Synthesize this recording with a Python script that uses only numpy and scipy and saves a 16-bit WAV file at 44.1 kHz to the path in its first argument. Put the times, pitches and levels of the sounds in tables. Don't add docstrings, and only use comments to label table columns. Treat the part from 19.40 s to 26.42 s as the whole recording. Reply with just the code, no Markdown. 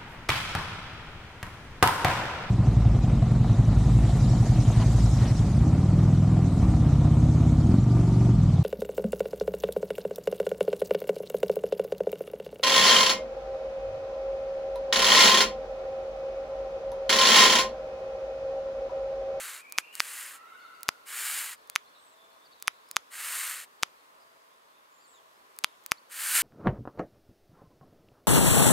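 import sys
import numpy as np
from scipy import signal
from scipy.fft import rfft, irfft
from scipy.io import wavfile
from scipy.ndimage import uniform_filter1d

SR = 44100
rng = np.random.default_rng(int(sys.argv[2]) if len(sys.argv) > 2 else 0)


def dump_mix(stems):
    frames = np.atleast_2d(stems).T
    limited = np.clip(frames, -1, 1)
    pcm = np.round(limited * 32767).astype(np.int16)
    wavfile.write(sys.argv[1], SR, pcm)


N = 309582
TIME = np.arange(N) / SR
EDGE_HZ = 15770


def hiss(start, length, strength_db, treble_db, gape, attack_s=0.032, release_s=0.03, sag_db=12):
    # centre in Hz, width in Hz, level in dB.
    throat = [(1577, 750, 1), (1950, 990, -2.5), (2790, 600, -2.5), (4090, 1740, -6.5), (7420, 2300, -5),
              (8760, 1800, -4.5), (10970, 1770, -5), (13900, 3000, -11.5)]
    # centre in Hz, width in Hz, gain in dB.
    notches = [(5490, 170, -2), (9743, 200, -5.5)]
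    t = np.arange(SR) / SR + max(-start, 0)
    hz = np.fft.rfftfreq(len(t), 1 / SR)
    power = sum(amp(db) ** 2 / (1 + ((hz - f * gape) / width) ** 2 * 2) ** 2 for f, width, db in throat)
    radiation = amp(-24) + hz ** 2 / np.sqrt(hz ** 4 + 950 ** 4)
    colour = np.sqrt(power) * radiation
    colour *= amp(sum(db * np.exp(-((hz - f * gape) / width) ** 2) for f, width, db in notches))
    colour *= amp(0.78 * drift(len(hz), size=120))
    air = rfft(rng.standard_normal(len(t))) * colour
    top = 1 / (1 + (6000 / (hz + 1)) ** 4)
    body = irfft(air * (1 - top), len(t))
    treble = irfft(air * top, len(t)) * amp(treble_db + 2)
    effort_db = -sag_db * np.minimum((2 * t / length - 1) ** 2, 1)
    flutter_db = 0.98 * drift(len(t), size=130)
    gate = np.clip(np.minimum(t / attack_s, (length - t) / release_s), 0, 1)
    breath = (body + treble * amp(0.24 * effort_db)) / np.std(body + treble)
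    return gate * amp(strength_db + effort_db + flutter_db) * breath


def hissing(gain_db=2.5):
    # start in seconds, length in seconds, relative strength in dB, treble share in dB,
    # gape as a factor on the resonances.
    pushes = [(-.2, 0.43, -41, -0.5, 0.992), (0.367, .052, -43, -4, .985), (.52, .476, -42.5, 1.2, 1.02),
              (1.652, 0.51, -35, 2, 1.03), (3.701, 0.56, -36, 1.5, 1.024), (6.691, 0.5, -36, 3, 1.043)]
    # time in seconds, distance in metres.
    path = [(6.72, 0.49), (6.93, .27), (6.962, 0.12), (7.02, 0.17)]
    out = np.zeros(N)
    for start, *shape in pushes:
        add(out, start, hiss(start, *shape))
    distance = np.interp(TIME, *np.transpose(path))
    return amp(gain_db) * out * distance[0] / distance


def bill_snaps(tick_db=-12.5, touch_db=-9, rattle_db=-17, clap_db=4.5):
    # time of the clap in seconds, milliseconds since the bill parted (0 if already open),
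    # force in dB, which makes the clap brighter and pushes out more bass.
    snaps = [(0.385, 61.5, -3.5), (0.6035, 50, -5), (1.4897, 57.5, 4.5), (2.3601, 61, -11), (3.28, 55, -8),
             (3.5668, 53.5, -4.5), (4.4328, 0, 2.5), (6.2445, 56, -3), (6.5188, 56, 4)]
    # frequency in Hz, relative level in dB.
    tick_colour = [(100, -30), (650, -24), (1200, -1), (1700, -6.5), (2500, -3), (3200, -7.5), (4800, 3),
                   (5400, -4), (6300, 1), (11300, 1), (12400, -11), (13600, 3.5), (16000, -2.5)]
    touch_colour = [(100, -30), (750, -38), (1200, -8.5), (1500, -27), (2000, -8), (3000, 0.5),
                    (3700, -4.5), (4900, 0.5), (7000, -0.5), (9200, -12.5), (16000, -18)]
    out = np.zeros(N)
    for s, open_ms, force_db in snaps:
        part_s = s - open_ms / 1000
        touch_s = s - (5.22 + 0.03 * force_db) / 1000
        if part_s < touch_s:
            add(out, part_s - .024, amp(-36.5) * click(tick_colour))
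            add(out, part_s, amp(tick_db) * click(tick_colour))
        add(out, touch_s, amp(touch_db) * click(touch_colour))
        add(out, touch_s + .0008, amp(rattle_db) * click(touch_colour))
        add(out, s, amp(clap_db) * clap(force_db))
    return out


def clap(force_db, smear_hz=1700, echo_s=.0008, echo_db=-15, echo_hz=2500):
    # frequency in Hz, relative level in dB.
    clap_colour = [(60, -18), (500, -12.5), (750, -6.5), (1200, -1), (1900, -0.5), (2900, -1), (3900, -7),
                   (5000, -4.5), (6500, -7.5), (8800, -18), (10700, -9), (12300, -17), (13300, -26),
                   (15000, -19), (16000, -37)]
    impact = -click(clap_colour, push_db=force_db, tilt_db=-1.05 + 0.11 * force_db, vary_db=3.5)
    k = np.tan(np.pi * smear_hz / SR)
    allpass = (k - 1) / (k + 1)
    direct = signal.lfilter([allpass, 1], [1, allpass], impact)
    out = direct.copy()
    add(out, echo_s, amp(echo_db) * signal.lfilter(*signal.butter(1, echo_hz, fs=SR), direct))
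    return out


def click(spectrum, push_db=0, tilt_db=0, vary_db=2.5, size=1024):
    hz = np.fft.rfftfreq(size, 1 / SR)
    db = read(spectrum, hz) + push_db / (1 + (hz / 700) ** 4) + tilt_db * np.log2(1 + hz / 2000)
    db += vary_db * drift(len(hz), size=24) * hz / (hz + 2000)
    log_gain = np.log(amp(np.r_[db, db[-2:0:-1]]))
    minimum_phase = np.exp(np.conj(signal.hilbert(log_gain)))
    pulse = np.fft.ifft(minimum_phase).real[:size // 2]
    return pulse / np.linalg.norm(pulse)


def lunge_rustle(start_s=6.88, full_s=6.97, db=-59, edge_hz=800):
    rustle = signal.sosfilt(signal.butter(2, edge_hz, fs=SR, output="sos"), rng.standard_normal(N))
    swell = np.clip((TIME - start_s) / (full_s - start_s), 0, 1) ** 2
    return amp(db + 0.92 * drift(N, size=500)) * evened(rustle) * swell


def near_birds(gain_db=-3):
    # start in seconds, length in seconds, pitch in Hz, glide as a share of the pitch,
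    # relative level in dB.
    chirps = [(2.54, .072, 4040, -0.0046, -65), (2.57, .19, 8100, -.12, -68.5),
              (3.05, 0.0274, 4650, -0.067, -60), (3.115, .026, 4455, -.06, -60), (5.49, 0.33, 7320, 0, -70),
              (5.6, 0.072, 4650, -.1, -67), (5.66, .12, 7770, -0.3, -65.5),
              (5.73, 0.074, 3650, -0.196, -66), (6.568, 0.0234, 4350, 0.12, -58.5)]
    return amp(gain_db) * songbirds(chirps)


def far_birds():
    # start in seconds, length in seconds, pitch in Hz, relative level in dB.
    hoots = [(2.682, 0.31, 662.8, -69), (3.03, 0.22, 533, -85), (4.712, 0.318, 664, -72.5),
             (5.683, 0.24, 654, -72.5)]
    whistles = [(0.171, 0.22, 2411, -54), (0.414, .19, 2780, -55)]
    # time in seconds, pitch in Hz, relative level in dB.
    cry = [(.87, 510, -61), (.96, 648, -54), (1.049, 662.2, -53), (1.14, 721, -50.5), (1.28, 696.7, -53),
           (1.45, 681, -58), (1.5, 664, -71)]
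    # multiple of the pitch, gain in dB.
    cry_partials = [(2, 1), (3, -12), (4, -16)]
    out = np.zeros(N)
    for s, length, hz, db in hoots:
        add(out, s, note(length, hz, db, glide=0.036, arch=.05, warble=.003, rasp=.08))
    for s, length, hz, db in whistles:
        add(out, s, note(length, hz, db, glide=0.0244, arch=0.01114, warble=0.019, rasp=1))
    s, hz, db = np.transpose(cry)
    t = np.arange(s[0], s[-1], 1 / SR)
    for multiple, partial_db in cry_partials:
        partial = whistle(multiple * np.interp(t, s, hz), warble=0.044, rasp=0.546)
        add(out, s[0], amp(np.interp(t, s, db) + partial_db) * partial)
    return out


def chorus(start, end, db, count=24, low_hz=3500, high_hz=5300):
    when, length, pitch, glide, loud = rng.random((count, 5)).T
    s = start + (end - start) * (np.arange(count) + when) / count
    hz = low_hz + (high_hz - low_hz) * pitch ** 2
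    return list(zip(s, .04 + .06 * length, hz, .24 * (glide - .5), db + 8 * (loud - .5)))


def songbirds(chirps):
    out = np.zeros(N)
    for s, length, hz, glide, db in chirps:
        add(out, s, note(length, hz, db, glide, arch=0.04, warble=0.02, rasp=0.79))
    return out


def note(length, hz, db, glide, arch, warble, rasp):
    u = np.linspace(-1, 1, int(length * SR))
    tone = whistle(hz * (1 + glide * u / 2 - arch * u ** 2), warble, rasp)
    return amp(db) * evened(tone * signal.windows.tukey(len(u), .3))


def whistle(hz, warble, rasp, warble_hz=15, waver=.009, rasp_width=.05):
    t = np.arange(len(hz)) / SR
    vibrato = warble * np.sin(2 * np.pi * (warble_hz * t + rng.random()))
    hz = hz * (1 + vibrato + waver * drift(len(t), size=120))
    phase = 2 * np.pi * np.cumsum(hz) / SR
    grain = int(SR / (2 * rasp_width * hz.mean()))
    fuzz = drift(len(t), size=grain) * np.sin(phase) + drift(len(t), size=grain) * np.cos(phase)
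    return np.sqrt(1 - rasp) * evened(np.sin(phase)) + np.sqrt(rasp) * evened(fuzz)


def scatter(x, t60_scale, dull_hz):
    # frequency in Hz, seconds to fall by 60 dB before t60_scale is applied.
    wood_t60 = [(200, 0.42), (1500, 0.69), (5000, 0.84), (14000, 1)]
    hz, t, noise = signal.stft(rng.standard_normal((2, SR)), SR, nperseg=256)
    decay = amp(-60 * t / (t60_scale * read(wood_t60, hz)[:, None]))
    tail = signal.istft(noise * decay / np.hypot(1, hz / dull_hz)[:, None], SR, nperseg=256)[1]
    return signal.fftconvolve(x[None], tail / np.linalg.norm(tail[0]), axes=1)[:, :N]


def forest_wash(hum_hz=1070, hum_width_hz=130, hum_db=1.5):
    # frequency in Hz, relative density in dB.
    wash_colour = [(15, -95), (25, -27), (80, -23), (274, -14), (359, -12.5), (433, -7.5), (567, -6.5),
                   (648, -5.5), (722, -8), (1050, -1), (2360, -13.5), (4040, -16.5), (5880, -21.5),
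                   (10600, -24.5), (11500, -23), (15500, -28.5)]
    # time in seconds, level in dB.
    wash_level = [(0, -56), (1.5, -56.5), (2.6, -58), (3.6, -57.5), (4.6, -57.5), (5.4, -59.5),
                  (6.2, -57.5), (7, -59)]
    # frequency in Hz, left-right likeness from 0 to 1.
    wash_likeness = [(60, 0.75), (130, 0.34), (300, 0.82), (640, 0.36), (1400, 0.634), (3100, 0.071),
                     (7000, 0.3), (15000, 0.36)]
    # frequency in Hz, lag of the left side in radians.
    wash_lag = [(60, -5.5), (260, -0.2), (780, 2.5), (1460, 3), (2700, 2), (6400, 5.5), (15000, 6)]
    frames, hz = N // 512 + 5, np.fft.rfftfreq(2048, 1 / SR)
    a, b, c, d, patches = rng.standard_normal((5, frames, len(hz)))
    patch_db = .7 * evened(uniform_filter1d(uniform_filter1d(patches, 8, 0), 20, 1))
    hum = hum_db * np.exp(-((hz - hum_hz) / hum_width_hz) ** 2)
    same = read(wash_likeness, hz)
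    left = a + 1j * b
    right = (same * left + np.sqrt(1 - same ** 2) * (c + 1j * d)) * np.exp(1j * read(wash_lag, hz))
    spectra = np.array([left, right]) * amp(read(wash_colour, hz) + patch_db + hum)
    noise = signal.istft(spectra.swapaxes(1, 2), nperseg=2048, noverlap=1536)[1][:, :N]
    return amp(np.interp(TIME, *np.transpose(wash_level))) * evened(noise)


def spread(x, lean, treble_side_db, side_db=-9, side_hz=1100):
    hz = np.fft.rfftfreq(N, 1 / SR) + 1
    width = amp(side_db) / np.hypot(1, 3.44 * np.log2(hz / side_hz))
    angle = np.arccos(lean / (1 + (hz / 2500) ** 4))
    side = irfft(rfft(x) * (width * np.exp(1j * angle) + 1j * amp(treble_side_db) * hz / EDGE_HZ), N)
    return np.array([x + side, x - side])


def low_pass(x, hz):
    return signal.oaconvolve(x, signal.firwin(401, hz, window=("kaiser", 9), fs=SR)[None], "same", axes=1)


def amp(db):
    return 10 ** (np.asarray(db) / 20)


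def evened(x):
    return x / np.sqrt(np.mean(x ** 2) + 1e-20)


def read(points, hz):
    f, value = np.transpose(points)
    return np.interp(np.log(hz + 1), np.log(f + 1), value)


def add(mix, s, sound):
    part = mix[max(round(s * SR), 0):][:len(sound)]
    part += sound[:len(part)]


def drift(count, size):
    return evened(uniform_filter1d(uniform_filter1d(rng.standard_normal(count), size), size))


def scene():
    hisses = hissing() + lunge_rustle()
    snaps = bill_snaps()
    chick = hisses + snaps
    nest_echo = amp(-21.5) * scatter(chick, t60_scale=0.027, dull_hz=9000)
    wood_echo = amp(-29.5) * scatter(chick, t60_scale=0.24, dull_hz=6000)
    calls = far_birds()
    calls += songbirds(chorus(0, TIME[-1], db=-73) + chorus(0.98, 3.6, db=-69.5))
    chirps = near_birds()
    bird_echo = amp(-3.5) * scatter(calls + amp(-7) * chirps, t60_scale=2.4, dull_hz=14000)
    background = amp(-3) * calls + chirps + bird_echo + forest_wash()
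    close_hisses = spread(hisses, lean=.3, treble_side_db=-17)
    close_snaps = spread(snaps, lean=0.49, treble_side_db=-20)
    return close_snaps + low_pass(close_hisses + nest_echo + wood_echo + background, EDGE_HZ)


def record(dry):
    return low_pass(dry, hz=16600)


dry = scene()
out = record(dry)
dump_mix(out)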